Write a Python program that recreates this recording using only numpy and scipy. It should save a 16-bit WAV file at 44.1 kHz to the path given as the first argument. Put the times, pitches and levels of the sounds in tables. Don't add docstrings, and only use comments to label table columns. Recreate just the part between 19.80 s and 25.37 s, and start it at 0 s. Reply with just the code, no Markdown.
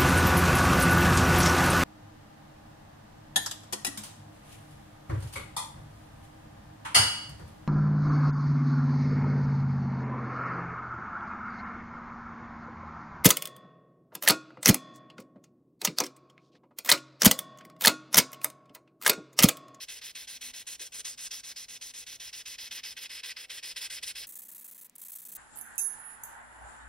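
import sys
import numpy as np
from scipy import signal
from scipy.fft import rfft, irfft, next_fast_len
from scipy.io import wavfile

SR = 44100
rng = np.random.default_rng(int(sys.argv[2]) if len(sys.argv) > 2 else 0)


def transcribe(signal):
    frames = np.atleast_2d(signal).T
    limited = np.clip(frames, -1, 1)
    pcm = np.round(limited * 32767).astype(np.int16)
    wavfile.write(sys.argv[1], SR, pcm)


N = 245637

FAST_FROM_S, FAST_FACTOR = 4.465, 4
LIVE = int(FAST_FROM_S * SR) + FAST_FACTOR * (N - int(FAST_FROM_S * SR))
# t/s, level/dB
PRESSURE_TILT = [(0.3, -2.5), (0.55, -1.5), (0.9, 0), (1.2, 6), (1.5, 4.5), (1.95, 1), (4.45, -.5)]


def from_db(db):
    return 10 ** (np.asarray(db) / 20)


def rms_one(x):
    return x / np.sqrt(np.mean(x ** 2) + 1e-20)


def live(s):
    return (s + (FAST_FACTOR - 1) * np.maximum(np.asarray(s) - FAST_FROM_S, 0)) * SR


def in_time(rows):
    s, values = np.transpose(list(rows))
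    return np.interp(np.arange(LIVE), live(s), values)


def at_hz(points, hz):
    table = np.array(points)
    return np.interp(np.log(hz), np.log(table[:, 0]), table[:, 1])


def filtered(x, response):
    size = next_fast_len(x.shape[-1] + 4096)
    hz = np.maximum(np.arange(size // 2 + 1) * SR / size, 1)
    return irfft(rfft(x, size) * response(hz), size)[..., :x.shape[-1]]


def coloured(x, spectrum):
    return rms_one(filtered(x, lambda hz: from_db(at_hz(spectrum, hz))))


def band(x, centre_hz, octaves):
    return filtered(x, lambda hz: np.exp(-(np.log2(hz / centre_hz) / octaves) ** 4))


def drift(rate_hz):
    return rms_one(filtered(rng.standard_normal(LIVE), lambda hz: 1 / (1 + (hz / rate_hz) ** 2)))


def resonance(x, hz, width_hz):
    r = np.exp(-np.pi * width_hz / SR)
    poles = [1, -2 * r * np.cos(2 * np.pi * hz / SR), r * r]
    return signal.lfilter(np.array([1, 0, -1]) * (1 - r * r) / 2, poles, x)


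def background(spectrum, level_db, side_db):
    mid, side = coloured(rng.standard_normal((2, LIVE)), spectrum)
    return from_db(level_db) * (mid + from_db(side_db) * side * [[1], [-1]])


def workshop_air():
    # f/Hz, relative level/dB
    air_spectrum = [(10, -0.5), (60, -11), (250, -8), (550, -4), (900, -6.5), (3000, -24.5), (8000, -25),
                    (16000, -20)]
    return background(air_spectrum, level_db=-75.5, side_db=-1.0)


def bench_rumble():
    # f/Hz, relative level/dB
    bench_spectrum = [(20, -30), (32, -12), (41, 1), (48, -1), (62, -1), (90, -8), (140, -9), (220, -14),
                      (800, -26.5)]
    # t/s, level/dB
    shaking = [(0, -71), (1.0, -69.5), (1.8, -70), (2.6, -67.5), (3.6, -73), (4.2, -67.5), (5.42, -71.5),
               (5.51, -63.5), (5.57, -65)]
    return background(bench_spectrum, in_time(shaking), side_db=-22)


def reflections(x, t60, cut_hz):
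    t = np.arange(int(t60 * SR)) / SR
    tail = rng.standard_normal((2, len(t))) * from_db(-60 * t / t60)
    tail /= np.sqrt(np.sum(tail ** 2, axis=1, keepdims=True))
    wet = signal.fftconvolve(x[None], tail, axes=1)[:, :LIVE]
    return filtered(wet, lambda hz: 1 / np.sqrt(1 + (hz / cut_hz) ** 2))


def ports(x):
    # f/Hz, phase/rad
    phase_lead = [(200, 0), (520, -0.3), (1900, 0), (2410, 0.65), (3500, 0.3), (4250, 1.2), (5000, -0.1),
                  (7200, 3.1), (10300, 6.3), (13600, 9.4), (16000, 12.2)]
    # f/Hz, level/dB
    balance = [(250, 0.5), (600, -2), (1050, 2.5), (1300, 0), (3800, -0.5), (4450, -3.5), (4900, 0)]
    left = filtered(x, lambda hz: from_db(at_hz(balance, hz) / 2))
    right = filtered(x, lambda hz: from_db(-at_hz(balance, hz) / 2) * np.exp(-1j * at_hz(phase_lead, hz)))
    return np.array([left, right])


def bursts(events, t60, centre_hz, octaves):
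    out, t = np.zeros(LIVE), np.arange(int(t60 * SR)) / SR
    for s, start_db in events:
        at = int(live(s))
        out[at:at + len(t)] += from_db(start_db - 60 * t / t60) * rng.standard_normal(len(t))
    return band(out, centre_hz, octaves)


def knocks():
    # t/s, starting level/dB of the noise ahead of the band filter
    knock_events = [(1.007, -35), (1.19, -42), (2.01, -63)]
    return bursts(knock_events, t60=0.11, centre_hz=424, octaves=0.7)


def snags():
    # t/s, starting level/dB of the noise ahead of the band filter
    snag_events = [(0.986, -53), (1.274, -41), (1.519, -39), (5.082, -48), (5.097, -27), (5.2045, -50)]
    return bursts(snag_events, t60=0.0042, centre_hz=4050, octaves=1.74)


def blade_hum(speed):
    # f/Hz, width/Hz, rms level/dB ahead of the freedom
    bending_modes = [(250, 3.9, -79), (346, 63, -86), (450, 39, -81), (491, 23, -83), (527.4, 12, -84.5),
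                     (610, 11, -91)]
    # t/s, level/dB
    freedom = [(0.2, -6), (0.7, 5), (1.1, -10), (1.6, 2.5), (2.2, -2), (3.1, 0), (3.8, -21), (4.5, -7)]
    drag = (0.33 + 0.77 * np.sqrt(np.abs(speed))) * rng.standard_normal(LIVE)
    modes = [from_db(db) * rms_one(resonance(drag, hz, width_hz)) for hz, width_hz, db in bending_modes]
    lowest, *others = modes
    freedom_db = in_time(freedom)
    return lowest * from_db(freedom_db) + sum(others) * from_db(-0.2 * freedom_db)


def all_strokes():
    # t/s, length/s, level/dB, dip as the fingers ease/dB
    single_strokes = [(0, 0.053, -40, -1), (0.081, 0.12, -42.2, -1), (0.211, 0.109, -42.5, -2.5),
                      (0.348, 0.11, -42, -0.5), (0.47, 0.112, -41.5, -1), (0.607, 0.11, -40, -0.5),
                      (0.732, 0.1, -41.5, -0.5), (0.865, 0.1, -41, 0), (0.992, 0.095, -43, -3.5),
                      (1.118, 0.1, -42, -3.5), (1.244, 0.11, -43, -3), (1.373, 0.11, -42, -1.5),
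                      (1.506, 0.11, -42, -1.5), (1.631, 0.1, -42.5, 0.5), (1.758, 0.1, -43, 0.5),
                      (1.881, 0.1, -43.5, 1), (2.009, 0.11, -42.5, 2), (2.135, 0.11, -43.5, -0.5),
                      (2.262, 0.11, -43, 1), (2.396, 0.11, -42, 0.5), (2.526, 0.1, -42, 2),
                      (2.653, 0.11, -41.5, 2.5), (2.78, 0.11, -41.2, -1), (2.907, 0.1, -38.5, 5),
                      (3.03, 0.11, -41.5, -0.5), (3.164, 0.11, -40.5, 5.5), (3.292, 0.12, -43.5, 0.5),
                      (3.43, 0.1, -40, 1.5), (3.561, 0.099, -45, 0.5), (3.694, 0.11, -40.5, 4.5),
                      (3.825, 0.11, -40.5, 1.5), (3.959, 0.12, -36.5, 10.0), (4.097, 0.1, -39, 2),
                      (4.224, 0.1, -36.5, 10), (4.35, 0.106, -40, -1.0)]
    # start t/s, end t/s, mean level/dB
    fast_runs = [(4.469, 4.488, -40.5), (4.489, 4.811, -38.5), (4.809, 4.945, -40.5), (4.945, 5.077, -41),
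                 (5.154, 5.168, -39), (5.181, 5.316, -38.5), (5.318, 5.583, -38)]
    strokes_per_s = 7.7
    sliding_share = 0.82
    spread_db, dip_spread_db = 2, 4.5
    strokes = list(single_strokes)
    for start, end, level_db in fast_runs:
        count = max(1, round((end - start) * strokes_per_s * FAST_FACTOR))
        beat = (end - start) / count
        for k, (louder, deeper) in enumerate(rng.standard_normal((count, 2))):
            stroke_db = level_db + spread_db * louder
            strokes.append((start + k * beat, sliding_share * beat, stroke_db, dip_spread_db * deeper))
    return strokes


def hand(bite_s, stop_s, overrun_s):
    creep_s, creep_db = 0.01, -23.5
    fade_db = 1.5
    dip_at, dip_width = 0.34, 0.11
    n, (strength, speed, direction) = np.arange(LIVE), np.zeros((3, LIVE))
    for k, (start, length, level_db, dip_db) in enumerate(all_strokes()):
        first = live(start)
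        last = live(start + length) + overrun_s * SR
        span = n[max(int(first - creep_s * SR), 0):int(last)]
        along = np.clip((span - first) / (last - first), 0, 1)
        way = (-1) ** k
        bite = np.clip((span - first) / (bite_s * SR), from_db(creep_db), 1)
        stop = np.clip((last - span) / (stop_s * SR), 0, 1)
        tilt_db = np.interp(start + length / 2, *np.transpose(PRESSURE_TILT))
        slope_db = (fade_db + way * tilt_db) * (1 - 2 * along)
        ease_db = dip_db * np.exp(-((along - dip_at) / dip_width) ** 2)
        strength[span] += bite * stop * from_db(level_db + slope_db - ease_db)
        speed[span] = np.sin(np.pi * along)
        direction[span] = way
    return strength, speed, direction


def grit(per_s, spread_db, hiss_db):
    size_db = spread_db * np.minimum(rng.exponential(1, LIVE), 4)
    sizes = from_db(size_db) * rng.choice([-1, 1], LIVE)
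    grains = rms_one(sizes * (rng.random(LIVE) < per_s / SR))
    return grains + from_db(hiss_db) * rng.standard_normal(LIVE)


def sandpaper(strength, speed, direction):
    # f/Hz, relative level/dB
    rasp_spectrum = [(40, -46), (120, -28.5), (300, -19), (680, -22), (850, -16), (1250, -17.5),
                     (1600, -7.5), (2700, -2.5), (4000, -4.5), (5300, 1.5), (7000, -2), (9000, -4),
                     (12000, -4.5), (15500, -11.5)]
    # t/s, level/dB
    hollow_curve = [(0.2, -1), (0.7, -2.05), (2.1, -1.5), (3.0, 1.25), (3.6, 5.5), (3.8, 2), (4.4, 0),
                    (4.6, -2)]
    # t/s, level/dB
    sheen_curve = [(0.1, -3), (0.7, -2.5), (1.25, 3.5), (1.6, 0), (2.2, -0.2), (2.95, -5.5), (3.45, -1.5),
                   (4.4, -0.5), (4.6, -22)]
    # t/s, level/dB
    whistle_curve = [(0, -2), (0.8, -5.5), (1.5, 2), (2.2, -2), (3.4, 2.5), (4.4, 1)]
    # t/s, level/dB
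    upper_curve = [(0.7, 0.5), (1.4, 3.5), (2.1, 3.1), (3.0, 1), (3.5, -1.5), (4.4, -2.5)]
    pull_hollow_db, pull_sheen_db, push_whistle_db = 0.06, 0.35, 0.75
    body_per_tilt = 0.69
    rasp = coloured(grit(per_s=12000, spread_db=2.5, hiss_db=0.0), rasp_spectrum)
    hollow_db = in_time(hollow_curve) - pull_hollow_db * direction - 3.96 * (speed - 0.77) + drift(26)
    sheen_db = in_time(sheen_curve) - pull_sheen_db * direction + 3.5 * (speed - 1.09) + 2.1 * drift(20)
    whistle_db = in_time(whistle_curve) + push_whistle_db * direction + 1.3 * drift(7.4)
    fizz_db = 11.0 * (speed - 1.06)
    body_db = body_per_tilt * np.maximum(in_time(PRESSURE_TILT), 0)
    upper_db = in_time(upper_curve)
    rasp = (rasp + (from_db(hollow_db) - 1) * band(rasp, centre_hz=1890, octaves=1.0)
            + (from_db(body_db) - 1) * band(rasp, centre_hz=1270, octaves=0.35)
            + (from_db(upper_db) - 1) * band(rasp, centre_hz=6140, octaves=0.16)
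            + (from_db(whistle_db) - 1) * band(rasp, centre_hz=4980, octaves=0.16)
            + (from_db(sheen_db) - 1) * band(rasp, centre_hz=8130, octaves=0.44)
            + (from_db(fizz_db) - 1) * band(rasp, centre_hz=14200, octaves=0.49))
    judder_db = 0.75 * drift(81) - 0.75
    return rasp * strength * from_db(judder_db)


def blade(scratch):
    # f/Hz, width/Hz, gain on the scratch/dB
    high_modes = [(1930, 120, -8), (2640, 160, -13), (3320, 540, -7.5), (4140, 97, -2.5), (7950, 53, -3),
                  (10130, 56, 2), (11400, 56, -9)]
    rings = sum(from_db(db) * resonance(scratch, hz, width_hz) for hz, width_hz, db in high_modes)
    return scratch + rings


def fast_motion(x):
    cut = int(FAST_FROM_S * SR)
    return np.hstack([x[:, :cut], signal.resample_poly(x[:, cut:], 1, FAST_FACTOR, axis=1)])


def scene():
    strength, speed, direction = hand(bite_s=0.0066, stop_s=0.016, overrun_s=0.0033)
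    scratch = sandpaper(strength, speed, direction) + snags()
    steel = blade(scratch) + blade_hum(speed) + knocks()
    bench_top = from_db(-11.5) * reflections(steel, t60=0.079, cut_hz=30000)[0]
    workshop = from_db(-15.0) * reflections(steel, t60=0.22, cut_hz=3000)
    rasp_band = band(steel, centre_hz=5930, octaves=1.9)
    nearby = from_db(-15.5) * reflections(rasp_band, t60=0.022, cut_hz=3300)
    direct = ports(steel + bench_top)
    return fast_motion(direct + nearby + workshop + bench_rumble() + workshop_air())


def record(dry):
    cutoff_hz = 15800
    return filtered(dry, lambda hz: np.clip((cutoff_hz - hz) / 200 + 0.5, 0, 1))


dry = scene()
out = record(dry)
transcribe(out)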